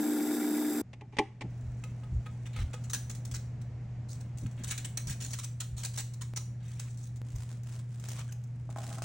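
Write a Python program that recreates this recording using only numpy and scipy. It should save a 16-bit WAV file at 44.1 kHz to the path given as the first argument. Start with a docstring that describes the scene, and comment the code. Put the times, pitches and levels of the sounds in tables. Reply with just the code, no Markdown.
"""A small food processor grinds cookie crumbs and stops dead: buzz and blade tones over pulsing noise.
Its plastic lid is unlatched with a clack: impulses ring modes under a bright burst of grains.
A spatula scrapes crumbs from the bowl into liners in a muffin tin: grains excite a thin resonant wall.
Cling film, as coloured crackle, is spread and pressed down; the tin rattles and skin squeaks on the film.
Once the motor has stopped, an appliance hums over ventilation noise, in steps of level."""
import sys
import numpy as np
from scipy import signal
from scipy.fft import rfft, irfft, next_fast_len
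from scipy.io import wavfile
from scipy.ndimage import uniform_filter1d

SR = 44100
rng = np.random.default_rng(int(sys.argv[2]) if len(sys.argv) > 2 else 0)


def wav_out(sig):
    """Save sig, one row per channel (or a flat mono array), as 16-bit PCM at SR to the path in sys.argv[1]."""
    wavfile.write(sys.argv[1], SR, np.round(np.clip(np.atleast_2d(sig).T, -1, 1) * 32767).astype(np.int16))


N = 398663
TIME = np.arange(N) / SR
MAINS_HZ = 60

# left-right likeness of near sources: f/Hz, likeness [1 = identical]
NEAR_LIKENESS = [(150, 1.0), (700, 0.68), (2400, 0.76), (4400, 0.19), (8000, 0.85), (15000, 1)]
# the spatula taps the bowl, each time at another spot: t/s, peak level/dB, favoured f/Hz
BOWL_TAPS = [(1.838, -35.5, 2600), (2.034, -45.5, 940), (2.263, -38.5, 1280), (2.563, -36.5, 1600),
             (2.589, -37, 1700), (2.74, -36, 520)]
# the palm presses the film onto the tin: t/s, length/s, relative level/dB
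FILM_PRESSES = [(8.69, 0.031, -61), (8.759, 0.23, -51), (9.019, .03, -41.5)]


def from_db(db):
    """Logarithmic level law: decibels to amplitude gain."""
    return 10 ** (np.asarray(db) / 20)


def rms_one(x):
    """Power normalisation: scale to unit mean square."""
    return x / np.sqrt(np.mean(x ** 2) + 1e-20)


def at_hz(points, hz):
    """Interpolation of a table on a logarithmic frequency axis."""
    table = np.array(points)
    return np.interp(np.log(hz + 1), np.log(table[:, 0]), table[:, 1])


def colour(x, spectrum, size=8192):
    """Minimum-phase filtering: a causal response of the given spectrum; white noise keeps its power."""
    gain = from_db(at_hz(spectrum, np.fft.rfftfreq(size, 1 / SR)))
    cepstrum = irfft(np.log(gain))
    # folding the cepstrum onto positive time makes the response causal
    cepstrum[1:size // 2] *= 2
    cepstrum[size // 2 + 1:] = 0
    response = irfft(np.exp(rfft(cepstrum)))
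    return signal.oaconvolve(np.atleast_2d(x), response[None] / np.linalg.norm(response))[:, :N]


def spread(pair, likeness):
    """Interaural coherence: mixing unrelated signals as mid and side sets their likeness by frequency."""
    size = next_fast_len(N)
    alike = np.clip(at_hz(likeness, np.fft.rfftfreq(size, 1 / SR)), -.999, .9999)
    mid, side = rfft(pair, size) * np.sqrt([(1 + alike) / 2, (1 - alike) / 2])
    return irfft(np.array([mid + side, mid - side]), size)[:, :N]


def drift(rate_hz):
    """Low-pass random process: slow chance with unit rms."""
    step = 40  # samples between the computed values
    r = np.exp(-2 * np.pi * step * rate_hz / SR)
    settle = 2000  # discarded values
    noise = rng.standard_normal(N // step + settle + 2)
    slow = signal.lfilter([1], [1, -2 * r, r * r], noise)[settle:]
    return np.interp(np.arange(N) / step, np.arange(len(slow)), rms_one(slow))


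def grains(per_s, unevenness_db):
    """Poisson impact noise: two streams of tiny impulses of uneven size and random sign; unit power."""
    born = rng.random((2, N)) < per_s / SR
    sizes = from_db(unevenness_db * np.minimum(rng.standard_exponential((2, N)), 4))
    return rms_one(born * sizes * np.sign(rng.random((2, N)) - .5))


def resonance(x, hz, width_hz):
    """Damped oscillator: a two-pole resonance with gain 1 at its peak."""
    r = np.exp(-np.pi * width_hz / SR)
    numerator = np.array([1, 0, -1]) * (1 - r * r) / 2
    denominator = [1, -2 * r * np.cos(2 * np.pi * hz / SR), r * r]
    return signal.lfilter(numerator, denominator, x + 1e-18)


def ring(force, modes):
    """Modal superposition: a force drives decaying sines; white noise keeps its power."""
    t = TIME[:SR // 2]
    response = 0
    for k, (hz, db, t60) in enumerate(modes):
        response = response + (-1) ** k * from_db(db - 60 * t / t60) * np.sin(2 * np.pi * hz * t)
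    return signal.oaconvolve(force, response / np.linalg.norm(response))[:N]


def contacts(rows, rise_s, fall_s):
    """Power addition of contact forces (s, length, dB): each builds up, holds and dies away."""
    power = np.zeros(N)
    for s, length, db in rows:
        start = int(s * SR)
        t = TIME[:min(N - start, int((length + 10 * fall_s) * SR))]
        build_up = 1 - np.exp(-t / rise_s)
        decay = np.exp(-np.maximum(t - length, 0) / fall_s)
        power[start:start + len(t)] += (from_db(db) * build_up * decay) ** 2
    return np.sqrt(power)


def clicks(rows):
    """Ideal impact: one unit-sample impulse for each row (s, dB)."""
    out = np.zeros(N)
    for s, db in rows:
        out[int(s * SR)] += from_db(db)
    return out


def held(rows, size=256):
    """Stepwise gain: each dB column holds until the next row with a quick fade; silent before the first."""
    s, *columns = np.transpose(rows)
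    row = np.searchsorted(s, TIME)
    return [uniform_filter1d(np.append(0, from_db(c))[row], size) for c in columns]


def taps(rows, modes, focus_db):
    """Selective modal excitation: a mode loses focus_db per octave away from each tap's favoured pitch."""
    t = TIME[:SR // 3]
    out = np.zeros(N + SR)
    for s, db, favoured_hz in rows:
        sound = 0
        for hz, mode_db, t60 in modes:
            loss_db = focus_db * abs(np.log2(hz / favoured_hz))
            decay = from_db(mode_db - loss_db - 60 * t / t60)
            sound = sound + decay * np.sin(2 * np.pi * hz * t) * rng.choice([-1, 1])
        start = int(s * SR)
        out[start:start + len(t)] += from_db(db) * sound / np.abs(sound).max()
    return out[:N]


def room(x, early_t60_s=0.12, late_t60_s=0.39, late_db=12.0):
    """Exponential reverberation: quick worktop and bowl reflections plus a diffuse tail, one per ear."""
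    t = TIME[:int(.7 * SR)]
    decay = from_db(-60 * t / early_t60_s) + from_db(late_db - 60 * t / late_t60_s)
    tail = rng.standard_normal((2, len(t))) * decay * (t > .003)
    return signal.oaconvolve(x, tail / np.linalg.norm(tail[0]), axes=1)[:, :N]


def kitchen(drone_db=-14.5, drone_width_hz=45, rush_hz=660, rush_width_hz=520):
    """Magnetic hum at twice the mains frequency in a resonant drone, with flow noise and a hollow rush."""
    # background level steps: from t/s, hum level/dB, air level/dB, rush level/dB
    background_steps = [(.82, -50.5, -54.5, -82), (1.435, -39.5, -47.5, -69), (5.35, -39.5, -51, -116)]
    # ventilation noise spectrum: f/Hz, relative level/dB per Hz
    air_spectrum = [(30, -7.5), (80, 5), (220, -3), (340, -16), (720, -20.5), (1050, -28.5), (2100, -28),
                    (3500, -38.5), (7000, -39.5), (12000, -64.5)]
    hum_gain, air_gain, rush_gain = held(background_steps)
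    hum = np.sqrt(2) * np.sin(2 * np.pi * 2 * MAINS_HZ * TIME)
    drone = rms_one(resonance(resonance(rng.standard_normal(N), 139.0, drone_width_hz), 129, 41))
    air = colour(rng.standard_normal((2, N)), air_spectrum)
    rush = resonance(rng.standard_normal(N), rush_hz, rush_width_hz)
    rush = rms_one(resonance(rush, rush_hz, rush_width_hz))
    humming = hum_gain * (hum + from_db(drone_db) * drone)
    return humming + air_gain * spread(air, NEAR_LIKENESS) + rush_gain * rush


def bumps(level_db=-5.5, lowest_hz=38):
    """Reciprocity of duration and bandwidth: soft thuds of the bowl shifting in the hand, longer ones duller."""
    # dull handling bumps: t/s, length/s, relative level/dB
    bump_rows = [(1.438, 0.022, -38), (1.627, 0.093, -39.5), (2.11, 0.065, -26), (2.575, 0.069, -26.5),
                 (3.305, 0.063, -40), (4.419, 0.039, -33.5), (4.589, 0.034, -39.5), (5.06, .05, -36),
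                 (5.683, 0.099, -42), (7.31, 0.081, -37)]
    bump_cycles = 7.4  # upper band edge times length
    out = np.zeros(N)
    for s, length, db in bump_rows:
        highest_hz = max(bump_cycles / length, lowest_hz * 1.2)
        band = signal.butter(3, [lowest_hz, highest_hz], "band", fs=SR, output="sos")
        start, span = int(s * SR), int(2 * length * SR)
        thud = signal.sosfilt(band, rng.standard_normal(SR))[-span:]
        swell = np.sin(np.pi * np.linspace(0, 1, span) ** .5) ** 2
        out[start:start + span] += from_db(level_db + db) * rms_one(thud * swell)
    return out


def dry_clicks(fall_s=0.0015):
    """Exponential relaxation: two dull clicks without ring, each a sudden step that dies away."""
    # dull clicks: t/s, peak level/dB
    click_rows = [(6.337, -33.5), (7.217, -35)]
    return signal.lfilter([1], [1, -np.exp(-1 / (fall_s * SR))], clicks(click_rows) + 1e-18)


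def squeaks(jitter=0.068):
    """Stick-slip friction: skin slipping on the film gives unsteady harmonic chirps that sag in pitch."""
    # chirps: t/s, length/s, starting f/Hz, level before the swell/dB
    squeak_rows = [(8.286, 0.028, 1650, -56.5), (8.319, .018, 2750, -55.5)]
    # harmonics: multiple of the pitch, relative level/dB
    partials = [(1, 2), (2, -5), (4, -1), (5, -3)]
    sag_per_s = 2.6  # share of the starting pitch lost per second
    out = np.zeros(N)
    unsteady = 1 + jitter * drift(260)
    for s, length, hz, db in squeak_rows:
        t = TIME[:int(length * SR)]
        span = int(s * SR) + np.arange(len(t))
        phase = 2 * np.pi * np.cumsum(hz * (1 - sag_per_s * t) * unsteady[span]) / SR
        tone = sum(from_db(partial_db) * np.sin(round(k) * phase) for k, partial_db in partials)
        swell = np.sin(np.pi * np.sqrt(t / length)) ** 2
        out[span] += from_db(db) * swell * rms_one(tone)
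    return out


def press_force():
    """Contact dynamics: the palm presses quickly and lets go."""
    return contacts(FILM_PRESSES, rise_s=0.003, fall_s=0.012)


def tin(rattle_db=-3.5):
    """Modal ringing: the tin knocks on the counter, and the pressing force makes it rattle there."""
    # knocks on the counter: t/s, peak level/dB, favoured f/Hz
    tin_knocks = [(8.692, -39, 775), (8.761, -34, 1000), (8.783, -34.5, 780), (8.915, -42, 1400),
                  (8.984, -36, 1400), (9.020, -32.5, 1480)]
    # modes of the tin: f/Hz, relative level/dB, t60/s
    tin_modes = [(230, 9, 0.041), (657, 7.5, 0.028), (808, 4.5, 0.041), (1080, -3, 0.04), (1280, 1, 0.015),
                 (1520, -2, 0.023)]
    force = press_force() * grains(per_s=400, unevenness_db=3.5)[0]
    return taps(tin_knocks, tin_modes, focus_db=7.5) + from_db(rattle_db) * ring(force, tin_modes)


def film(clump_db=1.0, crease_s=0.0015):
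    """Crackling noise by buckling: moved film rustles in irregular crackles, and whole creases snap over."""
    # film pulled out, laid down and smoothed: t/s, length/s, relative level/dB
    sweeps = [(7.24, 0.32, -58.5), (7.63, 0.17, -55.5), (7.87, 0.22, -63), (7.99, 0.22, -47.5),
              (8.215, 0.078, -60)]
    # single creases snap over: t/s, relative level/dB
    snaps = [(7.358, -44.5), (7.633, -52), (7.739, -58), (7.998, -48), (8.086, -37), (8.117, -41),
             (8.323, -44.5), (8.438, -56), (8.869, -56)]
    # crinkle spectrum: f/Hz, relative level/dB per Hz
    crinkle_spectrum = [(700, -0.5), (2500, -3.5), (4500, -6), (6000, -2.5), (8000, -1), (10500, -10),
                        (13000, -27), (15500, -3.5)]
    # snap spectrum: f/Hz, relative level/dB per Hz
    snap_spectrum = [(500, -2.5), (4500, -7.5), (6300, 5.5), (11000, -11.5), (15500, -1)]
    rest_db = -73.5  # creases keep easing between the moves
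    moves = contacts(sweeps, rise_s=0.055, fall_s=0.012) + press_force()
    moves = moves + from_db(rest_db) * (TIME > sweeps[0][0])
    crackles_per_s, crackle_s, crackle_share = 90, .0012, .7
    bursts = grains(crackles_per_s, unevenness_db=1.5)[0] ** 2
    crackles = signal.lfilter([1], [1, -np.exp(-1 / (crackle_s * SR))], bursts + 1e-18)
    flutter = np.sqrt(1 - crackle_share + crackle_share * crackles / crackles.mean())
    flutter = flutter * from_db(clump_db * drift(25))
    crinkles = grains(per_s=5000, unevenness_db=3.0)
    snap_force = contacts([(s, crease_s, db) for s, db in snaps], rise_s=0.0004, fall_s=0.0054)
    creases = snap_force * grains(per_s=7400, unevenness_db=-2.5)
    return colour(moves * flutter * crinkles, crinkle_spectrum) + colour(creases, snap_spectrum)


def wall_resonance(x, size=256):
    """Resonant high-pass: the wall peaks at its lowest resonance, whose pitch moves with the contact point."""
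    # lowest resonance at the contact point: t/s, f/Hz
    wall_pitch = [(2.6, 1270), (4.7, 1530), (5.0, 1620), (5.85, 690), (6.36, 1000)]
    damping = .2
    out, state = np.zeros_like(x), np.zeros((2, 2))
    pitch = np.interp(TIME, *np.transpose(wall_pitch))
    for i in range(0, N, size):
        w = 2 * np.pi * pitch[i] / SR
        r = np.exp(-damping * w)
        numerator, denominator = [r, -2 * r, r], [1, -2 * r * np.cos(w), r * r]
        block = x[:, i:i + size] + 1e-18
        out[:, i:i + size], state = signal.lfilter(numerator, denominator, block, zi=state)
    return out


def bowl(force, travel_rate_hz=25, count=36):
    """Modal density of a thin wall: which of many close modes speak changes as the contact point travels."""
    width_hz, share = 170, .3  # share: part of the power that rings
    modes_hz, spacing = np.linspace(800, 8500, count, retstep=True)
    modes_hz = modes_hz + spacing * (rng.random(count) - .5)
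    rings = sum(resonance(force * drift(travel_rate_hz), hz, width_hz) for hz in modes_hz)
    ring_gain = np.sqrt(share * 2 * spacing / (np.pi * width_hz))
    return np.sqrt(1 - share) * force + ring_gain * rings


def spatula(crunch_db=0.0, wall_db=-3.0, tick_db=2.5, tick_s=0.0037, judder_db=0.5):
    """Fracture and friction noise: contacts, mostly the spatula's, mix crackle and wall ring by kind."""
    # clumps break off and land in the liners: t/s, length/s, relative level/dB
    clumps = [(2.838, 0.015, -51), (2.944, 0.011, -39), (3.338, 0.024, -41.5), (4.204, 0.0082, -51),
              (4.635, 0.011, -40), (4.669, 0.034, -40.5), (4.708, 0.015, -31), (4.777, 0.0057, -32.5),
              (4.845, 0.0041, -32.5), (4.972, 0.0065, -33), (5.07, 0.058, -40.5), (5.203, 0.048, -42.5),
              (5.332, 0.0067, -36.5), (5.385, 0.015, -38), (5.43, 0.019, -40.5), (5.601, 0.011, -32),
              (5.766, 0.054, -46), (5.831, 0.029, -36), (5.936, 0.027, -45), (5.974, 0.024, -32),
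              (6.209, 0.015, -40.5), (6.36, 0.011, -33.5)]
    # short dull rubs on a hollow surface: the spatula on the bowl wall, at 8.172 s the hand on the film:
    # t/s, length/s, relative level/dB
    rubs = [(2.257, 0.013, -52), (2.455, 0.018, -52.5), (2.53, 0.037, -57), (2.56, 0.068, -50),
            (2.731, 0.007, -45), (4.46, 0.0045, -49.5), (4.575, 0.051, -59.5), (6.6, 0.19, -66),
            (6.795, 0.09, -62.5), (8.172, 0.046, -52.5)]
    # the spatula pushes the heap along: t/s, length/s, relative level/dB
    pushes = [(1.5, 1.7, -70.5), (4.085, 0.027, -50.5), (4.372, 0.014, -49.5), (4.52, .11, -72),
              (5.2, 0.12, -48), (6.63, 0.3, -62), (6.97, 0.073, -55)]
    # light ticks of spatula and crumbs, the one at 7.159 s of the film: t/s, relative level/dB
    ticks = [(2.897, -39), (2.933, -30.5), (3.097, -38), (3.148, -45.5), (3.251, -42), (3.313, -41.5),
             (3.614, -57), (4.511, -58), (6.135, -50), (6.795, -46.5), (7.159, -54)]
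    # crunch of crumbs: f/Hz, relative level/dB per Hz
    crunch_spectrum = [(1200, -13.5), (2800, -13.5), (4200, -5), (5150, -9.5), (5750, 0), (6700, -1.5),
                       (7700, -1), (9500, -6.5), (11000, -10.5), (13000, -56), (15500, 0)]
    # friction on the hollow surface: f/Hz, relative level/dB per Hz
    wall_spectrum = [(500, -4), (1400, -2.5), (2900, 3.5), (4100, -1), (6000, -18.5)]
    clump_body_db, tick_body_db = -12, -18  # dull body, relative to clump and tick
    trickle_db, rub_crunch_db = -25, -5  # trickle relative to clump; crackle relative to rub
    scuff_s, scuff_db = 0.0038, -10.5  # the blade scuffs the wall as it lands; relative to the tap

    crush = contacts(clumps, rise_s=0.0015, fall_s=0.0068)
    thump = from_db(clump_body_db) * contacts(clumps, rise_s=0.0013, fall_s=0.014)
    trickle = from_db(trickle_db) * contacts(clumps, rise_s=0.03, fall_s=0.05)
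    scuffs = [(s, scuff_s, db + scuff_db) for s, db, hz in BOWL_TAPS]
    rub = contacts([*rubs, *scuffs], rise_s=0.0012, fall_s=0.0046) * from_db(judder_db * drift(70))
    slide = contacts(pushes, rise_s=0.0023, fall_s=0.04)
    snap = contacts([(s, tick_s, db) for s, db in ticks], rise_s=0.00024, fall_s=0.0098)
    snap = from_db(tick_db) * snap

    bright = from_db(crunch_db) * (crush + trickle + slide + from_db(rub_crunch_db) * rub) + snap
    dull = from_db(wall_db) * (thump + rub) + from_db(tick_body_db) * snap
    crackle = grains(per_s=9000, unevenness_db=1.5) * from_db(4.0 * drift(103))
    friction = grains(per_s=4200, unevenness_db=1.5)
    crunch = colour(bright * crackle, crunch_spectrum)
    return bowl(crunch + wall_resonance(colour(dull * friction, wall_spectrum)))


def lid(crack_db=-3.5, body_db=21.0, room_db=-19.0, lowest_hz=170):
    """Impulse response of a hollow shell: knocks ring its modes as it settles, with a bright chatter of parts."""
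    # knocks: t/s, relative level/dB, contact length/s, weight of the low modes/dB
    knocks = [(0.931, -45, 0.0071, -15), (1.01, -47.5, 0.0018, -1), (1.124, -59, 0.035, 6),
              (1.168, -36, 0.0027, -15), (1.1858, -19.5, 0.0036, -3.5), (1.409, -38, 0.012, -6.5)]
    # the part drops into its seat and rebounds: delay/s, relative level/dB
    settling = [(.008, 6), (.03, -12.5)]
    # modes of the lid: f/Hz, relative level/dB, t60/s
    lid_modes = [(221, -8, .1), (307, -1, .1), (345, 0, .1), (410, 1, .09), (560, -4, .03), (786, 0, .12),
                 (855, 0, .09), (1060, -1, .04), (1986, -13, .06), (2379, -12, .07), (3133, -14, .045)]
    # crack spectrum: f/Hz, relative level/dB per Hz
    crack_spectrum = [(400, -0.5), (1100, -4.5), (1400, -14.5), (2000, 0.5), (2450, -1), (3300, -8.5),
                      (4500, -14), (6500, -17), (9500, -27), (15000, -84)]
    crack = contacts([(s, length, db) for s, db, length, weight in knocks], rise_s=0.00025, fall_s=0.006)
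    impacts = []
    for s, db, length, weight in knocks:
        for delay, step_db in [(0.00088, 0.011), *settling]:
            impacts.append((s + delay, db + weight + body_db + step_db))
    high_pass = signal.butter(2, lowest_hz, "high", fs=SR, output="sos")
    body = signal.sosfilt(high_pass, ring(clicks(impacts), lid_modes))
    chatter = grains(per_s=9000, unevenness_db=1.5)
    bright = from_db(crack_db) * spread(colour(crack * chatter, crack_spectrum), NEAR_LIKENESS)
    direct = bright + body
    return direct + from_db(room_db) * spread(room(direct), NEAR_LIKENESS)


def lumps(turn):
    """Periodic impact excitation: lumps strike the wall most often once a turn, higher modes fainter."""
    # bowl resonances struck by lumps: f/Hz
    lump_modes_hz = [780, 890, 1400, 1650, 2020, 2280]
    per_s, width_hz, uneven_db = 90, 75, 9.0  # mean strikes per second at each resonance
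    level_db = -49.5
    chance = per_s / SR * (1 + .5 * np.cos(turn[:SR]))
    out = 0
    for hz in lump_modes_hz:
        strikes = (rng.random(SR) < chance) * from_db(uneven_db * rng.random(SR))
        out = out + resonance(strikes, hz, width_hz) / np.sqrt(hz)
    return from_db(level_db) * np.pad(rms_one(out), (0, N - SR))


def motor(housing_db=-38.0, whirl_db=-44, waver_db=0.5):
    """Forced vibration: mains buzz, blade tone, a housing shaken in beats and a pulsing hail of crumbs."""
    # motor buzz: multiple of the mains frequency, rms level/dB
    buzz_partials = [(4, -44), (5, -31.8), (7, -47.5), (8, -57.5), (9, -59), (11, -57.5), (13, -55),
                     (24, -64.5)]
    # housing shaken by the blade: f/Hz, relative level/dB per Hz
    housing_spectrum = [(40, -64), (110, -19), (165, -21), (210, -5), (350, 4.5), (410, -7), (470, -17),
                        (750, -16.5), (1100, -22.5), (1700, -18), (2300, -31), (3200, -40)]
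    # bowl resonances under the whirling crumbs: f/Hz, width/Hz, relative level/dB
    whirl_modes = [(2580, 29, -6), (3640, 216, -2.5), (4880, 200, -2.5), (5940, 580, -6.5), (7520, 196, 3),
                   (8370, 420, -3), (10760, 230, 0), (12130, 280, -2.5), (12900, 550, -3),
                   (14600, 1500, -7)]
    stop_s = .817
    blade_hz, blade_wander_hz, blade_tone_db = 228.7, 11, -41  # the load makes the blade wander
    beat_db, surge_db, torque_db, left_db = 2.0, .7, .9, .4

    mains = 2 * np.pi * MAINS_HZ * TIME
    blade = 2 * np.pi * np.cumsum(blade_hz + blade_wander_hz * drift(24.6)) / SR
    turn = blade / 8  # the blade beats against the crumbs eight times a turn
    buzz = 0
    for k, db in buzz_partials:
        gain = from_db(db + waver_db * drift(1.0))
        buzz = buzz + gain * np.sin(round(k) * mains + rng.uniform(0, 2 * np.pi))
    tones = np.sqrt(2) * (buzz + from_db(blade_tone_db) * np.sin(blade))

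    pulsing = from_db(beat_db * np.cos(blade) + surge_db * np.cos(turn))
    beats = pulsing * grains(per_s=5000, unevenness_db=2.5)
    housing = from_db(housing_db) * colour(beats, housing_spectrum)
    hail = grains(per_s=20000, unevenness_db=4.5)
    hail = hail * from_db(torque_db * (np.cos(2 * mains) + drift(90)))
    whirl = 0
    for k, (hz, width_hz, db) in enumerate(whirl_modes):
        whirl = whirl + (-1) ** k * from_db(db) * resonance(hail, hz, width_hz)
    whirl = from_db(whirl_db) * rms_one(whirl)

    running = np.clip((stop_s - TIME) / .002, 0, 1)
    balance = from_db([[left_db], [-left_db]])
    return balance * running * (tones + lumps(turn) + spread(housing + whirl, NEAR_LIKENESS))


def scene(room_db=-7.5, film_room_db=-8.5, tap_room_db=-5.0):
    """Linear superposition of all sources, the worktop ones with reflections of a small kitchen."""
    # left-right likeness of crumbs, film and echoes: f/Hz, likeness [1 = identical]
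    bowl_likeness = [(200, .98), (1400, .85), (3100, .5), (7000, .5), (9500, .2), (12000, -.6)]
    # modes of the tapped bowl: f/Hz, relative level/dB, t60/s
    bowl_modes = [(497, 3, 0.06), (853, 2.5, 0.044), (1257, 1, 0.066), (2190, 2, 0.017), (2590, 3.5, 0.027)]
    crumbs, wrap = spatula(), film()
    knocks = tin() + taps(BOWL_TAPS, bowl_modes, focus_db=5.0) + squeaks()
    knocks = np.tile(knocks, (2, 1))
    to_room = from_db(room_db) * crumbs + from_db(film_room_db) * wrap + from_db(tap_room_db) * knocks
    worktop = spread(crumbs + wrap + room(to_room), bowl_likeness) + knocks
    return motor() + lid() + worktop + bumps() + dry_clicks() + kitchen()


def record(dry):
    """Band limitation: a steep elliptic low-pass at 16 kHz removes the top."""
    return signal.sosfilt(signal.ellip(10, .2, 80, 16000, fs=SR, output="sos"), dry)


dry = scene()
out = record(dry)
wav_out(out)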